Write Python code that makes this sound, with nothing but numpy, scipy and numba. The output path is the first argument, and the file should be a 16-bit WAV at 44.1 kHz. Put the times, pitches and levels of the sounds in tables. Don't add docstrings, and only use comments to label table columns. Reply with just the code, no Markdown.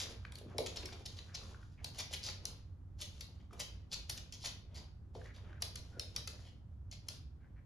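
import sys
import numpy as np
from scipy import signal
from scipy.fft import rfft, irfft, next_fast_len
from scipy.io import wavfile
from scipy.ndimage import uniform_filter1d
from numba import njit

SR = 44100
rng = np.random.default_rng(int(sys.argv[2]) if len(sys.argv) > 2 else 0)


def wav_out(sig):
    wavfile.write(sys.argv[1], SR, np.round(np.clip(np.atleast_2d(sig).T, -1, 1) * 32767).astype(np.int16))


N = 337365
TIME = np.arange(N) / SR

# frequency in Hz, relative level in dB.
RUMBLE_SPECTRUM = [(15, -12.5), (26, -10), (36, -15), (52, 3), (78, 4.5), (108, -1), (135, -6), (200, -14),
                   (280, -18.5), (450, -31.5), (800, -35.5), (1400, -40.5), (2400, -53.5), (6000, -57.5),
                   (14000, -66)]
RUMBLE_DB = -52.5
HUM_HZ, HUM_DB = 92.25, -60.5

# middle of the slip in seconds, length in seconds, level in dB before
# the shared gain, dull body in dB against the scrape, claw ring in Hz at the middle, claw ring in dB.
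PAW_SCUFFS = [(0.013, 0.061, -41, -13, 5300, -8.5), (0.667, 0.014, -39.5, -2.5, 4800, -6),
              (0.765, 0.011, -48.5, 1, 4550, 0), (0.932, 0.017, -57, 6, 4500, 3),
              (1.062, 0.013, -47.5, -8, 4530, 2), (1.179, 0.026, -62, -4, 4550, 5),
              (1.351, 0.015, -52, 2, 5100, 11.5), (1.961, 0.047, -58, -3.5, 5000, -7),
              (1.999, 0.032, -41.5, -4.5, 5300, -2.5), (2.12, 0.024, -54, -4, 4500, 0),
              (2.140, 0.023, -38.5, -7, 3330, -9), (2.257, 0.051, -46.5, -17.5, 4800, 4.5),
              (2.289, 0.051, -51, -2, 4600, 3.5), (2.996, 0.016, -58, -9, 4500, -8),
              (3.019, 0.03, -44, -19, 3620, -12), (3.41, 0.023, -82, 16.5, 4550, 5),
              (3.609, 0.027, -41.5, -6, 7100, -11), (3.921, 0.014, -56, -18, 4500, 7),
              (3.935, 0.021, -38.5, -10, 4550, -0.5), (4.099, 0.01, -39.5, -22.5, 3140, -6.5),
              (4.178, 0.015, -46, -21.5, 4460, -9), (4.342, 0.027, -52, -9, 5700, -1),
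              (4.409, 0.014, -59, -10, 5000, -0.5), (4.441, 0.044, -50.5, -13.5, 4300, -1),
              (4.462, 0.035, -40, -8, 5500, -15), (4.772, 0.042, -56.5, -2, 4800, 1),
              (5.362, 0.038, -64, -3.5, 3480, 2), (6.471, 0.056, -68, 5.5, 4550, -3),
              (6.932, 0.018, -53, -3, 4630, -2), (7.138, 0.07, -63, -20, 4420, 1)]
# frequency in Hz, relative level in dB.
SCRAPE_SPECTRUM = [(800, -31.5), (1900, -16.5), (2900, -0.5), (5000, 1), (7300, -0.5), (8500, -11),
                   (10500, -6.5), (13000, -24.5), (16000, -21.5)]
# frequency in Hz, relative level in dB.
SCUFF_BODY_SPECTRUM = [(80, 2.5), (250, -29), (600, 8.5), (1100, -13.5), (2200, -3), (3500, -0.5),
                       (7000, -57)]
# frequency in Hz, relative level in dB.
CATCH_SPECTRUM = [(350, -17.5), (700, -6.5), (1400, -6), (2800, -1), (5200, 4.5), (7300, 0), (8500, -15),
                  (10500, -8.5), (14000, -29)]

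# start in seconds, length in seconds before
# it dies away, level in dB before the mix of the fur, hiss of the hair in dB against that level.
COAT_ROLLS = [(0, 0.11, -56, -8.5), (0.2, 0.4, -63.5, -16), (0.664, 0.35, -58.5, -11.5),
              (1.073, 0.37, -67, -5), (1.365, 0.14, -60, -10.5), (1.585, 0.13, -80, 2),
              (1.783, 0.13, -63.5, -24), (2.369, 0.14, -59.5, -25.5), (3.08, 0.061, -70.5, 2.5),
              (3.24, 0.17, -72.5, -14), (3.504, 0.21, -63.5, -13.5), (4.644, 0.14, -65.5, -32),
              (5.133, 0.12, -62, -10), (5.344, 0.19, -64.5, -21), (5.828, 0.16, -69.5, -8),
              (6.277, 0.13, -65.5, -5)]
# frequency in Hz, relative level in dB.
DRAG_SPECTRUM = [(100, 5), (300, 0), (500, 1.5), (680, -4.5), (1000, -7.5), (1800, -13.5), (3500, -14.5),
                 (8000, -73.5)]
ROLL_ATTACK_S, ROLL_RELEASE_S = 0.025, .05
REST_DB, FOLLOW_DB, SWING_S, SETTLE_S = -81, -11.5, 0.043, 0.072

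# frequency in Hz, time to fall by 60 dB in seconds.
ROOM_DECAY = [(200, 0.36), (800, 0.38), (2000, 0.46), (5000, 0.37), (8000, 0.24), (13000, 0.3)]
# frequency in Hz, side against mid in dB.
ECHO_SPREAD = [(200, -8), (600, -2), (1200, 0), (4500, 0.5), (6800, -5), (8200, -16), (10000, -9),
               (12000, -14)]

# start in seconds, peak level in dB, cavity pitch in Hz before
# its drop, snap of saliva in dB against the cavity.
MOUTH_SMACKS = [(0.25, -38, 1740, -3.5), (0.8883, -47, 1730, -5), (1.5454, -49, 1590, -14),
                (1.61, -60, 1640, -15), (1.6289, -54, 1610, -11), (3.509, -54.5, 1350, -10),
                (5.215, -51, 1770, -12.5), (5.384, -55.5, 1490, -3), (5.5292, -49.5, 1690, -10),
                (5.579, -57, 1690, -10)]

# start in seconds, level in dB before the shared gain, ring in Hz near the
# middle of its glide (it starts higher and ends lower), fading time of the chatter in seconds, sharp edge in
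# dB, dull body in dB (both against the ring), lag of the floor reflection in milliseconds.
CLAW_CLICKS = [(0.321, -44, 3260, 0.0022, 7, 6.5, 0.87), (0.354, -36.5, 4155, 0.0036, -3, -9, .9),
               (0.385, -43.5, 3330, 0.0035, 4, -8, 1.05), (0.5818, -20.5, 4230, 0.0026, -2, -7, 0.55),
               (0.77, -26.5, 4520, 0.0028, -31, -10, 2.3), (0.828, -43, 2680, 0.0032, -26, 11, 1.1),
               (0.8555, -30.5, 5860, 0.004, -5.5, -6, 0.93), (1.06, -34, 5320, 0.0044, -5.5, -12, .76),
               (1.187, -35.5, 3880, 0.0035, -31, -5.5, 1.04), (1.351, -29, 5140, 0.0053, -31, -9, 0.95),
               (1.844, -25, 4610, 0.0026, -0.5, -19, 1.25), (1.987, -32.5, 6200, .003, 4, -8, .9),
               (2.006, -30, 5050, 0.0026, -4, -5, 1.1), (2.136, -27, 3180, 0.004, -4.5, -22, 0.95),
               (2.286, -31.5, 4800, 0.0033, -13, 0, 1.5), (2.4537, -21.5, 4910, 0.0018, -1, -32.5, .19),
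               (3.013, -40, 3660, 0.011, 5, -2, 0.87), (3.2077, -31, 5010, 0.0047, -4, -14.5, 0.86),
               (3.53, -56, 5870, 0.01, 5, 8.5, .9), (3.596, -37.5, 6340, 0.015, 4, -3.5, 0.83),
               (4.0954, -27.5, 5420, 0.0059, 2.5, -7.5, 0.88), (4.3232, -34, 5490, 0.0044, -8, -24.5, 0.38),
               (4.456, -28, 4450, 0.0042, -6, -9, 1.15), (4.47, -32, 5450, 0.0058, -6.5, -10, 0.45),
               (4.744, -49, 4900, 0.0092, -5, -25, .9), (5.149, -48.5, 4180, 0.0073, -14, -18.5, .9),
               (5.6214, -21.5, 4704, 0.0033, 0, -8, 1.06), (5.7560, -27.5, 5700, 0.0034, -4.5, -9, 0.63),
               (5.9954, -22, 4490, 0.0022, -3.5, -11, 0.7), (6.162, -22, 4960, 0.0035, -4.5, -8.5, 0.87),
               (6.274, -28.5, 5300, 0.0039, -1, -2.5, 1.48), (6.913, -37.5, 5430, 0.0046, -9, -24.5, 0.93),
               (7.0848, -27.5, 5330, 0.0029, 2, -6.5, 0.96)]

# start in seconds, level in dB before the shared gain,
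# brightness in Hz, contact time in seconds, knock in dB against the ringing boards.
BODY_BUMPS = [ (0.413, -54, 480, 0.0022, 1.5), (0.461, -49.5, 258, 0.0026, 4),
              (0.545, -47, 616, 0.0062, -3), (0.5857, -35.5, 743, 0.003, 0),
              (0.605, -42.5, 539, 0.0032, 11), (0.832, -50, 594, 0.0048, 3), (0.923, -54, 840, 0.0028, -7),
              (1.844, -59, 787, 0.0028, 7), (1.99, -62.5, 910, 0.0035, 0.5), (2.110, -55.5, 603, 0.0024, 6),
              (2.28, -57, 940, 0.004, 3), (3.528, -57, 1315, 0.0034, -2), (3.574, -63, 990, 0.0025, -1),
              (3.598, -60, 940, 0.0018, 9), (4.098, -59.5, 810, 0.0025, 8), (4.438, -58, 955, 0.0032, 8),
              (5.151, -47, 760, 0.003, -3.5), (5.622, -54.5, 856, 0.0029, 2),
              (5.969, -55, 540, 0.0034, 3.5), (6.277, -59.5, 624, 0.002, -2)]
# pitch in Hz before a small random detune, level in dB,
# time to fall by 60 dB in seconds.
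BOARD_MODES = [(121, -6.5, 0.11), (242, -11.5, 0.15), (382.2, -1.5, 0.2), (431, -2, 0.16),
               (473, -0.5, 0.13), (508.4, -6.5, 0.22), (587, -3, 0.12), (617, -5, 0.057), (692, 2, 0.11),
               (804, -7, 0.1), (1220, -18.5, .04)]

# loudest
# moment in seconds, half length in seconds, level in dB before the shared gain, pitch in Hz, width in Hz.
COAT_RUBS = [(0.52, .025, -64, 1118, 800), (1.579, 0.041, -72, 1210, 497), (1.961, 0.022, -65, 805, 600),
             (6.005, 0.049, -59, 530, 230)]

# start in seconds, length in seconds before the release,
# level in dB, nasal resonance in Hz at the middle, glide in octaves.
NOSE_SNUFFS = [(1.277, 0.075, -66, 1550, .1), (1.772, .045, -69.5, 2190, -.15),
               (5.241, 0.072, -63, 1800, .1), (5.44, .16, -69.5, 1540, .1), (5.921, 0.066, -72.5, 1465, 0),
               (7.398, 0.077, -75.5, 1650, -.15), (7.555, .04, -73.5, 1720, -.1)]

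# loudest moment in seconds, half length in seconds,
# middle level in dB, middle pitch in Hz.
NASAL_WHINE = (5.957, 0.027, -62, 1449)

# frequency in Hz, lead in radians.
PORT_LEAD = [(2000, 0), (3000, .7), (5200, .2), (6900, -1), (8100, -3.14), (10000, -4.9), (11300, -6.2),
             (12700, -6.9), (14200, -9.3)]
# frequency in Hz, difference in dB.
PORT_BALANCE = [(80, -2), (400, 1), (1500, 0.5), (4500, 2), (8000, -0.5)]
TOP_HZ = 15700


def undb(db):
    return 10 ** (np.asarray(db) / 20)


def unit(x):
    return x / np.sqrt(np.mean(x ** 2))


def along(points, hz):
    f, value = np.transpose(points)
    return np.interp(np.log(hz + 1), np.log(f), value)


def colour(x, points):
    size = next_fast_len(len(x))
    gain = undb(along(points, np.fft.rfftfreq(size, 1 / SR)))
    return irfft(rfft(x, size) * gain, size)[:len(x)]


@njit
def svf(x, hz, width):
    y, band, low = np.empty(len(x)), 0., 0.
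    for i in range(len(x)):
        g, k = np.tan(np.pi * hz[i] / SR), width / hz[i]
        v = (band + g * (x[i] - low)) / (1 + g * (g + k))
        band, low, y[i] = 2 * v - band, low + 2 * g * v, k * v
    return y


def ring(x, hz, width_hz):
    centre = np.minimum(hz * np.ones(len(x)), .44 * SR)
    once = svf(x, centre, float(width_hz))
    return svf(once, centre, float(width_hz))


def grit(size, spread_db):
    strength = undb(spread_db * np.repeat(rng.standard_normal(size // 32 + 1), 32))
    return rng.standard_normal(size) * strength[:size]


def walk(rate):
    k = int(SR / rate)
    steps = np.repeat(rng.standard_normal(N // k + 2), k)
    smooth = uniform_filter1d(uniform_filter1d(steps, k), k)
    return unit(smooth[:N])


def add(track, s, sound):
    start = int(s * SR)
    a, b = max(start, 0), min(start + sound.shape[-1], N)
    track[..., a:b] += sound[..., a - start:b - start]


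def mirrored(x, lag_ms, mirror_db):
    hz, gain = np.fft.rfftfreq(len(x), 1 / SR), undb(mirror_db)
    comb = 1 + gain * np.exp(-2j * np.pi * hz * lag_ms / 1000)
    return irfft(rfft(x) * comb, len(x)) / np.hypot(1, gain)


def background(gain_db=0.0, wide_hz=430):
    mid, side = (unit(colour(rng.standard_normal(N), RUMBLE_SPECTRUM)) for _ in range(2))
    no_bass = signal.butter(1, wide_hz, "high", fs=SR, output="sos")
    side = 0.84 * signal.sosfilt(no_bass, side)
    rumble = undb(RUMBLE_DB + gain_db) * (mid + side * np.array([[1], [-1]]))
    hum_phase = 2 * np.pi * np.cumsum(HUM_HZ + 0.7 * walk(6)) / SR
    hum = np.sqrt(2) * np.sin(hum_phase) * undb(HUM_DB + 2 * walk(7.3))
    return rumble + hum


def scuffs(gain_db=-5.5, catch_db=-2, ring_width_hz=2000, spread_db=4.0, slowing=0.071, jerk_s=0.0016,
           graze_db=-20, own_jerk_db=0.5, lag_ms=0.899, mirror_db=-8):
    out, size, jerk = np.zeros(N), 16384, int(jerk_s * SR)
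    t = TIME[:size] - TIME[size // 2]
    for s, length, db, body_db, ring_hz, ring_db in PAW_SCUFFS:
        phase = 2 * t / length
        jerks, claw_jerks, board_jerks = unit(uniform_filter1d(rng.standard_normal((3, size)), jerk))
        bite_shape = np.exp(-phase ** 4)
        bite = bite_shape * undb(2.2 * jerks)
        graze = undb(graze_db + 2 * jerks) * np.exp(-(phase / 2) ** 2)
        scrape = unit(colour(grit(size, spread_db), SCRAPE_SPECTRUM))
        pitch = ring_hz * (1 - slowing * np.tanh(phase))
        claw_ring = ring(grit(size, spread_db), pitch, ring_width_hz)
        claws = undb(ring_db) * unit(undb(own_jerk_db * claw_jerks) * claw_ring)
        board_noise = colour(grit(size, spread_db), SCUFF_BODY_SPECTRUM)
        boards = undb(body_db) * unit(undb(own_jerk_db * board_jerks) * board_noise)
        own_lag_ms = lag_ms * (1 + .1 * rng.standard_normal())
        rasp = mirrored(scrape + boards, own_lag_ms, mirror_db)
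        snags = undb(catch_db) * bite_shape * catches(size)
        add(out, s + t[0], undb(db + gain_db) * ((bite + graze) * (rasp + claws) + snags))
    return out


def catches(size, per_s=180, spread_db=4):
    strength = undb(spread_db * np.clip(rng.standard_normal(size), -1.5, 1.5))
    snags = (rng.random(size) < per_s / SR) * strength
    return unit(bending(colour(snags, CATCH_SPECTRUM)))


def bending(x, travel_ms=6.5):
    khz = np.fft.rfftfreq(len(x), 1 / SR) / 1000
    cycles = travel_ms * (2 * np.sqrt(khz) - khz / 2.5)
    return irfft(rfft(x) * np.exp(-2j * np.pi * cycles), len(x))


def fur(paws, drag_db=-5.0, taps_db=-13, leg_hiss_db=-7, flutter_db=3):
    (roll, hair), legs = rolling(), stirring(paws)
    flutter = undb(flutter_db * walk(35))
    drag = unit(colour(grit(N, spread_db=2.5), DRAG_SPECTRUM))
    scrub = undb(drag_db) * flutter * drag + undb(taps_db) * taps()
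    hiss = unit(flutter * colour(grit(N, spread_db=4.0), SCRAPE_SPECTRUM))
    scrub_level = np.hypot(roll + undb(REST_DB), legs)
    hiss_level = np.hypot(hair, undb(leg_hiss_db) * legs)
    return scrub_level * scrub + hiss_level * hiss


def rolling():
    effort, hair = np.zeros((2, N))
    for s, length, db, hiss_db in COAT_ROLLS:
        swell = np.clip((TIME - s) / ROLL_ATTACK_S, 0, 1)
        release = np.exp(-np.maximum(TIME - s - length, 0) / ROLL_RELEASE_S)
        roll = undb(db) * swell * release
        effort += roll
        hair += undb(hiss_db) * roll
    return effort, hair


def stirring(paws):
    keep = np.exp(-2 / (SETTLE_S * SR))
    power = signal.lfilter([1 - keep], [1, -keep], paws ** 2)
    return undb(FOLLOW_DB) * np.sqrt(np.abs(uniform_filter1d(power, int(SWING_S * SR))))


def taps(per_s=45, low_hz=450, high_hz=2000):
    out, t = np.zeros(N), TIME[:2048]
    for when, pitch, size in rng.random((int(per_s * N / SR), 3)):
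        hz = low_hz * (high_hz / low_hz) ** pitch
        age = t * hz
        add(out, when * N / SR, size * age * np.exp(-age) * np.sin(2 * np.pi * age))
    return unit(out)


def room(x, wet_db=-5, gap_s=0.0076):
    t = TIME[:32768]
    hz = np.fft.rfftfreq(len(t), 1 / SR)
    noise, tail = rfft(rng.standard_normal((2, len(t)))), 0
    band_hz = np.array(ROOM_DECAY)[:, 0]
    for own, (_, t60) in zip(np.eye(len(ROOM_DECAY)), ROOM_DECAY):
        band = along(np.column_stack([band_hz, own]), hz)
        tail = tail + irfft(noise * band) * np.exp(-np.log(1000) * t / t60)
    tail = tail * (1 - np.exp(-(t / gap_s) ** 2))
    mid, side = (signal.fftconvolve(x, h / np.linalg.norm(h))[:N] for h in tail)
    return undb(wet_db) * (mid + colour(side, ECHO_SPREAD) * np.array([[1], [-1]]))


def moving_room(x, count=3):
    spot = TIME / .21
    out = 0
    for k in range(count):
        away = np.abs((spot - k + count / 2) % count - count / 2)
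        share = np.sqrt(np.maximum(1 - away, 0))
        out = out + room(x * share)
    return out


def smacks(gain_db=0, length_s=0.0015, drop=0.2, saliva_width_hz=1500):
    out, t = np.zeros(N), TIME[:2048]
    for s, db, hz, saliva_db in MOUTH_SMACKS:
        swell = t / length_s * np.exp(-t / length_s)
        pitch = hz * (0.78 + drop * np.exp(-t / 0.0061))
        phase = 2 * np.pi * np.cumsum(pitch) / SR
        cavity = np.sin(phase) + .35 * np.sin(.78 * phase)
        saliva = unit(ring(rng.standard_normal(len(t)), 1.15 * hz, saliva_width_hz))
        pop = swell * (cavity + undb(saliva_db) * saliva)
        add(out, s, undb(db + gain_db) * pop / np.abs(pop).max())
    return out


def clicks(gain_db=-13, glide=0.616, glide_s=0.00239, ring_width_hz=1800, clean_db=-1, broad_db=-2,
           attack_s=0.0018, pan_db=1.0, apart_db=-6, mirror_db=-4, strike_echo_db=-8):
    out, to_walls, t = np.zeros((2, N)), np.zeros(N), TIME[:2048]
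    sides = np.array([[1], [-1]])
    for s, db, hz, length, edge_db, body_db, lag_ms in CLAW_CLICKS:
        tip, broad, edge, body, uneven = rng.standard_normal((5, len(t)))
        fade = np.exp(-t / length)
        push = fade * (1 - np.exp(-t / attack_s))
        pitch = hz * (1 + glide * (np.exp(-t / glide_s) - .3))
        clean = np.sin(2 * np.pi * np.cumsum(pitch) / SR)
        strike = undb(clean_db) * unit(push * fade ** .5 * clean)
        tone = unit(ring(tip * push, pitch, ring_width_hz))
        tone += undb(broad_db) * unit(ring(broad * push, 4140, 4200))
        tone += undb(edge_db) * unit(ring(edge * fade ** 1.5, 8630, 6400))
        tone += undb(body_db) * unit(ring(body * push, 2200, 3500))
        apart = undb(apart_db) * unit(ring(uneven * push, 2300, 1800))
        gain = np.sqrt(np.mean(fade ** 2)) * undb(db + gain_db + pan_db * sides / 2)
        add(out, s, gain * (mirrored(strike + tone, lag_ms, mirror_db) + sides * apart))
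        add(to_walls, s, gain.mean() * (tone + undb(strike_echo_db) * strike))
    return out, to_walls


def bumps(gain_db=-12, sink_s=0.00591, low_share=0.362, detune=0.0016):
    out, t = np.zeros(N), TIME[:8192]
    mode_hz, mode_db, t60 = np.transpose(BOARD_MODES)[:, :, None]
    for s, db, bright_hz, contact_s, thud_db in BODY_BUMPS:
        hz = mode_hz * (1 + detune * rng.standard_normal(mode_hz.shape))
        reach = undb(mode_db) / (1 + (hz / bright_hz) ** 4) * rng.choice([-1, 1], hz.shape)
        decay = np.exp(-np.log(1000) * t / t60)
        modes = np.sum(reach * np.sin(2 * np.pi * hz * t) * decay, axis=0)
        sweep_hz = bright_hz * (low_share + np.exp(-t / sink_s))
        thud = np.sin(2 * np.pi * np.cumsum(sweep_hz) / SR) * t * np.exp(-t / contact_s)
        press = 1 - np.exp(-(t / contact_s) ** 2)
        add(out, s, undb(db + gain_db) * unit(unit(press * modes) + undb(thud_db) * unit(thud)))
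    return out


def rubs(gain_db=-1, spread_db=2):
    out, size = np.zeros(N), 16384
    t = TIME[:size] - TIME[size // 2]
    for s, length, db, hz, width_hz in COAT_RUBS:
        brush = unit(ring(grit(size, spread_db), hz, width_hz))
        add(out, s + t[0], undb(db + gain_db) * np.exp(-(t / length) ** 2) * brush)
    return out


def snuffs(gain_db=0, width_hz=750, upper_db=-13, throat_db=-12, flutter_db=2.0, onset_s=.014,
           release_s=0.0091):
    out, t = np.zeros(N), TIME[:12288]
    for s, length, db, hz, glide in NOSE_SNUFFS:
        pitch = hz * 2 ** (glide * (np.minimum(t / length, 1) - .5))
        nose = unit(ring(grit(len(t), 3), pitch, width_hz))
        nose += undb(upper_db) * unit(ring(grit(len(t), 3), 1.3 * pitch, width_hz))
        nose += undb(throat_db) * unit(ring(grit(len(t), 2.7), 0.6 * pitch, width_hz))
        flutter = undb(flutter_db * unit(uniform_filter1d(rng.standard_normal(len(t)), size=220)))
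        flow = np.minimum(t / onset_s, 1) * np.exp(-np.maximum(t - length, 0) / release_s)
        add(out, s, undb(db + gain_db) * flow * unit(nose * flutter))
    return out


def whine(waver=0.0301, flutter_db=2.0):
    s, length, db, hz = NASAL_WHINE
    phase = 2 * np.pi * np.cumsum(hz * (1 + waver * walk(300))) / SR
    swell = np.exp(-((TIME - s) / length) ** 2)
    return undb(db + flutter_db * walk(160)) * swell * np.sin(phase)


def scene(mouth_echo_db=-4.0):
    claws, claws_to_walls = clicks()
    slips = scuffs()
    mouths = smacks() + snuffs() + whine()
    bodies = slips + bumps() + fur(claws_to_walls + slips) + rubs()
    echo = moving_room(claws_to_walls + bodies + undb(mouth_echo_db) * mouths)
    return claws + bodies + mouths + echo + background()


def record(dry):
    size = next_fast_len(N + 4096)
    hz = np.fft.rfftfreq(size, 1 / SR)
    sides = np.array([[1], [-1]]) / 2
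    level = undb(sides * along(PORT_BALANCE, hz))
    lead = np.exp(1j * np.array([[1], [0]]) * along(PORT_LEAD, hz))
    heard = irfft(rfft(dry, size) * level * lead, size)[:, :N]
    top_cut = signal.ellip(8, .2, 70, TOP_HZ, fs=SR, output="sos")
    return signal.sosfilt(top_cut, heard)


dry = scene()
out = record(dry)
wav_out(out)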